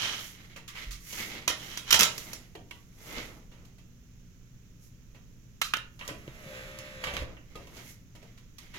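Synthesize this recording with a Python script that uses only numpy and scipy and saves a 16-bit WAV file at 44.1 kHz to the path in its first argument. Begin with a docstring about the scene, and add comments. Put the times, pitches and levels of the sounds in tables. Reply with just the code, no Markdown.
"""A disc slides along fingers and clatters into a player's plastic tray, in a small quiet room.
The clatter is short bursts of noise that set plastic tones ringing; the sliding is countless tiny slips.
A button snaps, a geared motor whines and rattles, and gears, cam and clamp knock inside the player.
Fingers tap, clothes rustle as filtered slips, and a few bumps swing at one clear pitch.
A hand-held phone hears all this through two ports, with room echo, rumble, hum and faint hiss."""
import sys
import numpy as np
from scipy import signal
from scipy.fft import rfft, irfft
from scipy.io import wavfile
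from scipy.ndimage import uniform_filter1d

SR = 44100
rng = np.random.default_rng(int(sys.argv[2]) if len(sys.argv) > 2 else 0)


def generate_wav(signal):
    """Clip the signal to [-1, 1] and save it as 16-bit WAV at the path in sys.argv[1]."""
    frames = np.transpose(np.atleast_2d(signal))
    scaled = np.clip(frames, -1, 1) * 32767
    pcm = np.round(scaled).astype(np.int16)
    wavfile.write(sys.argv[1], SR, pcm)


N = 387198
TIME = np.arange(N) / SR  # s

# In the four tables of blows, all levels are relative: each kind of blow shifts them further.
# The disc strikes the tray: (t/s, body level/dB, thud level/dB, tick level/dB)
DISC_HITS = [(1.4775, -16.5, -33.5, -21), (1.5013, -23.5, -35.5, -36.5), (1.773, -30, -48.5, -32),
             (1.9063, -20, -46, -21), (1.9108, -18.5, -39, -23.5), (1.9247, -14.5, -40.5, -19),
             (1.927, -14, -34.5, -15.5), (1.9416, -17, -30.5, -20.5), (1.9443, -14.5, -29, -21),
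             (1.9571, -24.5, -34.5, -36), (1.9919, -20.5, -33, -18.5), (1.998, -15, -40.5, -19),
             (2.0073, -16.5, -38, -16), (2.0194, -20, -31, -23), (2.0314, -15, -39.5, -17),
             (2.0546, -26.5, -37.5, -36), (2.1792, -35.5, -55, -33), (2.3317, -39, -50, -34.5)]
# The button snaps down, its spring rattles, it snaps back:
# (t/s, body level/dB, thud level/dB, tick level/dB, chatter fade/s)
BUTTON_SNAPS = [(5.6145, -25, -43, -31, 0.006), (5.64, -38.5, -61, -41, 0.03),
                (5.7362, -21, -38.5, -38, 0.0027), (5.7682, -44, -46.5, -44, 0.0022)]
# Gears, cam and clamp knock inside the player:
# (t/s, body level/dB, thud level/dB, tick level/dB, chatter fade/s)
PLAYER_KNOCKS = [(5.9918, -40, -65, -53, 0.008), (6.0105, -30.5, -53, -58, 0.0099),
                 (6.049, -42, -59, -55, 0.015), (6.0774, -38.5, -52, -38, 0.0038),
                 (6.0876, -29, -46.5, -57, 0.0085), (6.1024, -45, -46.5, -60, 0.011),
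                 (6.2774, -41.5, -53, -62, 0.003), (6.787, -38, -57, -44.5, 0.0029),
                 (7.0385, -22.5, -47.5, -40.5, 0.005), (7.069, -25.5, -45.5, -47, 0.01),
                 (7.1367, -31, -43, -45, 0.014), (7.1665, -24.5, -47, -42, 0.0032),
                 (7.2206, -47, -42, -69, 0.0086), (7.3682, -43.5, -61, -80, 0.0049),
                 (7.555, -39.5, -46.5, -50, 0.0085), (7.6704, -46, -59, -57.5, 0.0065),
                 (7.7675, -43, -58, -51.5, 0.0087)]
# Light taps of fingers and plastic: (t/s, body level/dB, thud level/dB, tick level/dB, chatter fade/s)
FINGER_TAPS = [(0.5602, -45, -53, -53, 0.014), (0.677, -45, -80, -48, 0.017),
               (0.7504, -42.5, -56, -56, 0.028), (0.9066, -46, -85, -43, 0.029),
               (1.1266, -46, -53, -47, 0.0065), (2.5508, -49, -43, -59.5, 0.0061),
               (2.7089, -45.5, -58, -55.5, 0.0044), (3.514, -57.5, -59.5, -68, 0.024),
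               (3.6496, -68, -88, -64, 0.006), (3.781, -64, -67, -66.5, 0.011),
               (5.1453, -58, -59.5, -69, 0.02), (8.15, -56.5, -54.5, -61.5, 0.013),
               (8.224, -61, -54, -65, 0.011), (8.3754, -58.5, -76, -64, 0.0096),
               (8.5822, -52.5, -69.5, -52, 0.0058), (8.738, -44, -57, -54, 0.031)]
# Bumps and clunks of hand, desk and drive with one clear pitch: (t/s, level/dB, f/Hz, fade/s)
BUMPS = [(0.869, -33, 43.8, 0.071), (1.935, -38, 70, 0.04), (1.98, -47, 85, 0.026), (2.0, -31.5, 207, .025),
         (2.556, -46, 132.5, 0.011), (2.712, -34, 2230, 0.0045), (3.17, -44.5, 34.2, 0.15),
         (6.101, -45, 132, 0.02), (6.108, -36, 308, 0.011), (6.278, -35.5, 134, 0.014),
         (6.279, -30.5, 325, 0.0032), (6.462, -36, 149, 0.0088), (7.165, -43, 140.5, 0.049),
         (7.21, -31, 64.5, 0.05), (7.553, -41.5, 1240, 0.021)]

# Tones that each part rings with, before small pitch shifts: (f/Hz, relative level/dB, time to fall 60 dB/s)
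DISC_MODES = [(470, -8.5, 0.065), (623, -6, .08), (966, -1.5, 0.15), (1286, -7.5, .06), (1373, -3.5, .08),
              (1840, -7.5, .05), (2074, -7, 0.061), (2550, -5, 0.13), (2780, -2.5, 0.055), (2975, 1, .05),
              (3250, -4, .05), (3240, -4.5, 0.071), (3820, -6, 0.037), (5400, -8, 0.026), (5720, -5, 0.028),
              (5950, -3, 0.052), (7200, -4, .04)]
BUTTON_MODES = [(1126, -4, 0.017), (1248, 4, 0.039), (1396, 3.5, 0.047), (1670, -4, 0.016),
                (2102, -12, 0.011), (2610, 2.5, 0.0052), (3120, 2.5, 0.014), (3870, 5.5, 0.0081)]
PLAYER_MODES = [(456, -4.5, 0.091), (558, -1.5, 0.031), (976, 1, 0.19), (1161, -0.5, 0.13),
                (1932, 3.5, .07), (2250, -6.5, 0.044), (2820, 2, 0.014), (3200, 1, 0.011), (3690, -18, .03)]

# The disc rubs along skin and tray: (peak t/s, rise/s, fall/s, relative level/dB)
DISC_RUBS = [(0.038, 0.18, .22, -33), (.14, 0.067, .16, -43), (1.61, .04, .1, -46.5),
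             (1.74, .1, .06, -45.5), (1.9, .05, .02, -35.5)]
# The sleeve brushes with each move of the arm:
# (peak t/s, rise/s, fall/s, rasp level/dB, fold level/dB, relative fibre hiss level/dB)
SLEEVE_BRUSHES = [(.25, .3, 0.13, -55, -78, -54), (.44, 0.25, 0.25, -57, -61, -72),
                  (.79, 0.1, 0.19, -47, -58, -62.5), (1.155, 0.16, 0.25, -48.5, -61, -47.5),
                  (1.2, 0.094, 0.11, -39, -45.5, -61), (1.36, 0.24, 0.13, -45, -48, -67),
                  (1.66, 0.21, 0.39, -51.5, -54.5, -58), (2.19, 0.21, 0.3, -52.5, -54, -56),
                  (2.28, .06, .19, -53.5, -51.5, -80), (2.78, 0.2, 0.16, -72, -69, -74.5),
                  (3.1, 0.18, 0.31, -55.5, -53.5, -57), (3.179, 0.15, 0.11, -44, -43, -71),
                  (3.31, 0.11, 0.16, -62, -52.5, -90), (3.6, .1, 0.22, -69, -63.5, -87),
                  (4.84, 0.05, .07, -78, -80, -65.5), (6.08, .18, .25, -66, -67, -67),
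                  (6.5, 0.47, 0.46, -64, -57, -66), (7.3, .06, 0.1, -59, -53, -90),
                  (7.62, 0.24, .15, -60.5, -60, -76), (7.8, 0.2, 0.11, -57, -53, -63),
                  (7.9, 0.16, 0.09, -58, -70, -59.5), (8.24, 0.12, 0.27, -66.5, -67.5, -83),
                  (8.63, .05, 0.21, -59, -64, -73), (8.77, 0.057, 0.086, -47, -53, -70)]
# Load on the tray motor, heaviest while it lifts the clamp: (t/s, load/0-1)
MOTOR_LOAD = [(6.2, 0), (6.4, .3), (6.57, 0.83), (6.7, 0.6), (7.0, 0.65), (7.06, .97), (7.22, 0.81)]

# Tone colour of each rubbing or rattling surface: (f/Hz, relative level/dB)
SLIDE_COLOUR = [(100, -9.5), (700, -9.5), (1700, -2), (2700, -5), (3100, 5), (3500, -5), (4000, -4),
                (4800, -10), (5900, -5.5), (6400, -11.5), (15000, -20.5)]
GEAR_COLOUR = [(80, 5), (250, -2), (450, -2), (600, 1), (800, -7), (1450, 0), (1850, -1), (2250, 0),
               (2650, -6.5), (3200, -5), (4500, -14), (8000, -16), (16000, -17)]
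CLOTH_COLOUR = [(500, -20.5), (1200, -6.5), (1650, -2), (2080, 6), (2500, -2.5), (3100, -1.5), (4500, -7),
                (7000, -13.5), (11000, -23.5)]
FOLD_COLOUR = [(60, -8), (250, 0.5), (450, -2.5), (800, -8.5), (1400, -9.5), (3000, -40.5)]
FIBRE_COLOUR = [(2500, -21), (6000, 1), (9000, -1), (12500, 3.5), (16000, -1.5)]
# Tone colour of the rumble and hiss: (f/Hz, relative level/dB)
AIR_COLOUR = [(15, -0.5), (30, 4.5), (75, -4), (130, -3), (200, -9), (310, -16.5), (500, -24.5), (800, -36),
              (1400, -32), (3000, -35), (4500, -39.5), (6500, -32), (9000, -44), (16000, -34)]
# Mains hum around its slow wavering: (f/Hz, level/dB)
HUM = [(120, -61), (180, -66), (240, -71)]
# How long the room rings: (f/Hz, time to fall 60 dB/s)
ROOM_T60 = [(150, 0.76), (1000, 0.35), (3000, 0.3), (7000, 0.26), (15000, 0.16)]
# Tone of both microphone ports: (f/Hz, gain level/dB)
MICROPHONE = [(5000, 0.5), (6000, 2.5), (7250, 1), (8000, -5), (10000, -3.5), (12200, -1.5), (16000, -7)]
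# How much louder the left port is than the right: (f/Hz, level/dB)
LEFT_MINUS_RIGHT = [(40, -2.5), (120, -.5), (650, 1), (1600, 0), (2400, -7), (7000, -8), (8500, -1.5),
                    (15000, -2.5)]
# How much of the difference between the two sides is kept: (f/Hz, gain level/dB)
PORT_DIFFERENCE = [(40, -8.5), (130, -11), (300, -11), (640, -4.5), (1400, -1), (2500, 1.5), (6000, -0.5)]

# Every strike of the disc fades equally fast (s)
DISC_CHATTER_S = 0.003
# A stroke is this far down (dB) at the ends of its rise and fall; the power rounds its crest
STROKE_DROP_DB, STROKE_ROUNDING = 21, 1.4
# The motor's sound fades in and dies away (s)
MOTOR_ON_S, MOTOR_OFF_S, FADE_IN_S, FADE_OUT_S = 6.08, 7.23, 0.03, 0.018
# Shaft turns per second with no load, and how far full load drags them down (Hz)
SHAFT_HZ, SAG_HZ = 71.14, 8
# Levels with no load, and what full load adds (dB)
WHINE_DB, WHINE_LOAD_DB = -70, 22
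RATTLE_DB, RATTLE_LOAD_DB = -61.5, 18.5
# How much earlier the left port hears the tray and the player (s), and how alike the ports hear them (0-1)
TRAY_LEAD_S, PLAYER_LEAD_S, LIKENESS = 0.00016, 0.00028, 0.74
# Unevenness of the single touches within a chatter (dB)
CHATTER_SCATTER_DB = 2.5


def disc():
    """The disc clatters on the tray: each strike is a noise burst that rings the disc."""
    hits = [(*row, DISC_CHATTER_S) for row in DISC_HITS]
    clatter = contacts(hits, DISC_MODES, ring_db=-9, rise_s=0.00088,
                       body_db=-4.5, thud_db=8.5, tick_db=-0.5, sub_db=-3.5)
    return ports(clatter, TRAY_LEAD_S)


def slide():
    """The disc rubs along the fingers and the tray's rim; pressing harder makes its slips louder."""
    power = sum((undb(db) * stroke(s, rise_s, fall_s)) ** 2 for s, rise_s, fall_s, db in DISC_RUBS)
    slips = friction(SLIDE_COLOUR, grain_rate=7000, grain_db=4, flicker_db=2)
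    return slips * np.sqrt(power) * undb(-1)


def button():
    """The switch snaps and briefly rings the front panel."""
    snaps = contacts(BUTTON_SNAPS, BUTTON_MODES, ring_db=-5, rise_s=0.00186,
                     body_db=0.5, thud_db=9.5, tick_db=6.5, sub_db=-21)
    return ports(snaps, TRAY_LEAD_S)


def loader():
    """The loading mechanism knocks, and the casing smears each knock with its ringing."""
    knocks = contacts(PLAYER_KNOCKS, PLAYER_MODES, ring_db=-10.5, rise_s=0.00044,
                      body_db=-4, thud_db=14, tick_db=1.5, sub_db=9)
    return ports(knocks, PLAYER_LEAD_S)


def motor():
    """An eight-tooth pinion whines and gears clatter alike every turn; load makes both slower and louder."""
    load = np.interp(TIME, *np.transpose(MOTOR_LOAD))
    fade_in = np.clip((TIME - MOTOR_ON_S) / FADE_IN_S, 0, 1)
    fade_out = np.exp(-np.maximum(TIME - MOTOR_OFF_S, 0) / FADE_OUT_S)
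    shaft_hz = (SHAFT_HZ - SAG_HZ * load) * (1 + 0.005 * walk(30))
    turns = np.cumsum(shaft_hz) / SR
    # a wobble once a turn puts a weaker tone on each side of the tooth rate: (waves per turn, dB)
    partials = [(7, -12), (8, 0), (9, -3)]
    whine = unit(sum(undb(db + 3 * walk(22)) * np.sin(2 * np.pi * order * turns)
                     for order, db in partials))
    # the same strip of noise is played once per turn
    size = int(SR / SHAFT_HZ)
    one_turn = rng.standard_normal((2, size))
    place = turns % 1 * size
    clatter = np.array([np.interp(place, np.arange(size), teeth) for teeth in one_turn])
    slipping = friction(GEAR_COLOUR, grain_rate=3400, grain_db=3, flicker_db=1.5)
    gears = unit(unit(colour(clatter, GEAR_COLOUR)) + undb(-4) * slipping)
    gears = ports(gears, PLAYER_LEAD_S)
    whine = whine * undb(WHINE_DB + WHINE_LOAD_DB * load)
    gears = gears * undb(RATTLE_DB + RATTLE_LOAD_DB * load)
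    return fade_in * fade_out * (whine + gears)


def fingers():
    """Small taps and scuffs make hollow plastic ring."""
    return contacts(FINGER_TAPS, PLAYER_MODES, ring_db=-12, rise_s=0.003,
                    body_db=6.5, thud_db=13.5, tick_db=7, sub_db=-11)


def cloth():
    """Fabric slips over fabric: a rasp, dull folds and the hiss of fibres."""
    moves = np.array([stroke(*row[:3]) for row in SLEEVE_BRUSHES])
    gains = undb(np.array(SLEEVE_BRUSHES)[:, 3:].T)
    # overlapping moves add their power
    rasp, folds, fibres = np.sqrt(gains ** 2 @ moves ** 2)
    rasp = rasp * friction(CLOTH_COLOUR, grain_rate=4000, grain_db=2.5, flicker_db=2)
    folds = folds * friction(FOLD_COLOUR, grain_rate=2500, grain_db=1.5, flicker_db=1.5)
    fibres = fibres * friction(FIBRE_COLOUR, grain_rate=9000, grain_db=1.5, flicker_db=1.2)
    return rasp + folds + undb(8) * fibres


def bumps():
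    """A short push makes one part swing at its own pitch and die away."""
    out, t = np.zeros((2, N)), TIME[:SR // 2]
    for s, db, hz, decay_s in BUMPS:
        shape = np.exp(-t / decay_s) * (1 - np.exp(-t / 0.0013))
        swing = undb(db) * np.sin(2 * np.pi * hz * t) * shape
        add(out, s, swing[None])
    return out


def background():
    """Filtered noise gives low rumble and smooth hiss; gently wavering sines give mains hum."""
    air = unit(colour(rng.standard_normal((2, N)), AIR_COLOUR)) * undb(-51)
    hum = sum(undb(db + 1.2 * walk(13)) * np.sqrt(2) * np.sin(2 * np.pi * hz * TIME) for hz, db in HUM)
    return air + hum


def contacts(table, modes, ring_db, rise_s, body_db, thud_db, tick_db, sub_db):
    """Each blow is a short dying chatter, coloured by how heavy and how sharp it is."""
    out, t = np.zeros((2, N)), TIME[:8192]
    for s, db, thud, tick, chatter_s in table:
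        shape = np.exp(-t / max(chatter_s, 1e-3)) * (1 - np.exp(-t / rise_s))
        scatter = undb(CHATTER_SCATTER_DB * rng.standard_normal(len(t)))
        touches = rng.standard_normal((2, len(t))) * scatter
        # every burst starts with the energy of 12 ms at rms 1
        burst = unit(touches * shape) * np.sqrt(0.012 * SR / len(t))
        low, body, high = thud + thud_db, db + body_db, tick + tick_db
        blow = colour(burst, [(60, low + sub_db), (220, low), (680, low), (1100, body),
                              (2800, body), (5400, high), (15000, high - 4)])
        add(out, s, ring(blow, modes, ring_db))
    return out


def ring(x, modes, ring_db, detune=0.019):
    """A plastic part passes on the contact and adds fading tones, shifted a little by how it is held."""
    t = TIME[:x.shape[1]]
    hz, db, t60 = np.transpose(modes)[:, :, None, None]
    pitch = hz * (1 + detune * rng.standard_normal(hz.shape))
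    phase = rng.uniform(0, np.pi, (len(modes), 2, 1))
    # dividing by the root of t60 keeps long tones from gaining energy
    fade = undb(db - 60 * t / t60) / np.sqrt(t60)
    tail = np.sum(fade * np.sin(2 * np.pi * pitch * t + phase), axis=0)
    return x + undb(ring_db) * convolve(x, unit(tail) / np.sqrt(len(t)))


def friction(points, grain_rate, grain_db, flicker_db):
    """Rubbing is countless tiny slips (grain_rate per second) of uneven size, with a flickering level."""
    slips = rng.random((2, N)) < grain_rate / SR
    sizes = undb(grain_db * rng.standard_normal((2, N)))
    grains = slips * sizes * rng.standard_normal((2, N))
    return unit(colour(grains, points)) * undb(flicker_db * walk(50))


def stroke(peak_s, rise_s, fall_s):
    """Gain of one rubbing move: it gathers speed, peaks and slows."""
    away = np.maximum((peak_s - TIME) / rise_s, (TIME - peak_s) / fall_s)
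    return undb(-STROKE_DROP_DB * np.minimum(np.abs(away), 10) ** STROKE_ROUNDING)


def ports(x, lead_s):
    """Most of a near sound reaches both ports alike, the right one a little later."""
    delayed = np.roll(x[0], int(round(lead_s * SR)))
    right = LIKENESS * delayed + np.sqrt(1 - LIKENESS ** 2) * x[1]
    return np.array([x[0], right])


def room(x, build_s):
    """Blurred echo of a small room that mixes both sides; the treble dies first."""
    t = TIME[:int(SR * 0.7)]
    noise = rfft(rng.standard_normal((4, len(t))))
    hz = np.arange(noise.shape[1]) * SR / len(t)
    octave = np.round(np.log2(np.clip(hz, 125, 16000) / 125))
    tail = 0
    for k in np.unique(octave):
        band = octave == k
        t60 = on_log_axis(hz[band].mean(), ROOM_T60)
        tail = tail + irfft(noise * band, len(t)) * undb(-60 * t / t60)
    tail = unit(tail * (1 - np.exp(-t / build_s))) / np.sqrt(2 * len(t))
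    # two tails keep their side and two cross over
    return convolve(x, tail[:2]) + convolve(x[::-1], tail[2:])


def undb(db):
    """Turn decibels into gain."""
    return 10 ** (np.asarray(db) / 20)


def unit(x):
    """Scale to rms 1."""
    return x / np.sqrt(np.mean(x ** 2) + 1e-20)


def on_log_axis(hz, points):
    """Read (f/Hz, value) points on a log-frequency axis."""
    f, value = np.transpose(points)
    return np.interp(np.log(hz + 1), np.log(f), value)


def colour(x, points):
    """Filter through (f/Hz, level/dB) points without sounding early, using the cepstrum of the gain."""
    size = 4096
    hz = np.arange(size // 2 + 1) * SR / size
    cepstrum = irfft(np.log(undb(on_log_axis(hz, points))))
    # folding the second half onto the first makes the filter react at once
    cepstrum[1:size // 2] *= 2
    cepstrum[size // 2 + 1:] = 0
    response = irfft(np.exp(rfft(cepstrum)))
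    return convolve(x, response[None])


def convolve(x, response):
    """Pass each channel through a response, keeping its length."""
    return signal.fftconvolve(x, response, axes=1)[:, :x.shape[1]]


def add(out, s, x):
    """Mix x into out from time s (seconds)."""
    i = max(int(s * SR), 0)
    out[:, i:i + x.shape[1]] += x[:, :N - i]


def walk(rate):
    """Slow chance: smoothed random levels, rate new ones per second, with a spread near 1."""
    k = max(int(SR / rate), 1)
    steps = np.repeat(rng.standard_normal(N // k + 1), k)
    return unit(uniform_filter1d(steps, k)[:N])


def scene():
    """Most sources reach the phone directly and by way of the room; bumps and background only directly."""
    # (source, room share in dB)
    struck = [(disc, -3), (button, -8), (loader, -1.5), (fingers, -3)]
    steady = [(slide(), -3), (motor(), -5), (cloth(), -6)]
    direct = sum(blows() for blows, _ in struck) + sum(x for x, _ in steady)
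    # a struck part radiates differently in each direction, so the walls hear a chatter of their own
    to_walls = sum(blows() * undb(db) for blows, db in struck)
    to_walls = to_walls + sum(x * undb(db) for x, db in steady)
    return direct + room(to_walls, build_s=0.0015) + bumps() + background()


def record(dry):
    """Two ports hear the bass nearly alike; the right one is brighter, and the top is cut."""
    mid = (dry[:1] + dry[1:]) / 2
    side = colour((dry[:1] - dry[1:]) / 2, PORT_DIFFERENCE)
    left = colour(mid + side, [(hz, db / 2) for hz, db in LEFT_MINUS_RIGHT])
    right = colour(mid - side, [(hz, -db / 2) for hz, db in LEFT_MINUS_RIGHT])
    heard = colour(np.vstack([left, right]), MICROPHONE)
    low_pass = signal.ellip(10, 0.2, 80, 16100, fs=SR, output="sos")  # cut-off in Hz
    return signal.sosfilt(low_pass, heard)


dry = scene()
out = record(dry)
generate_wav(out)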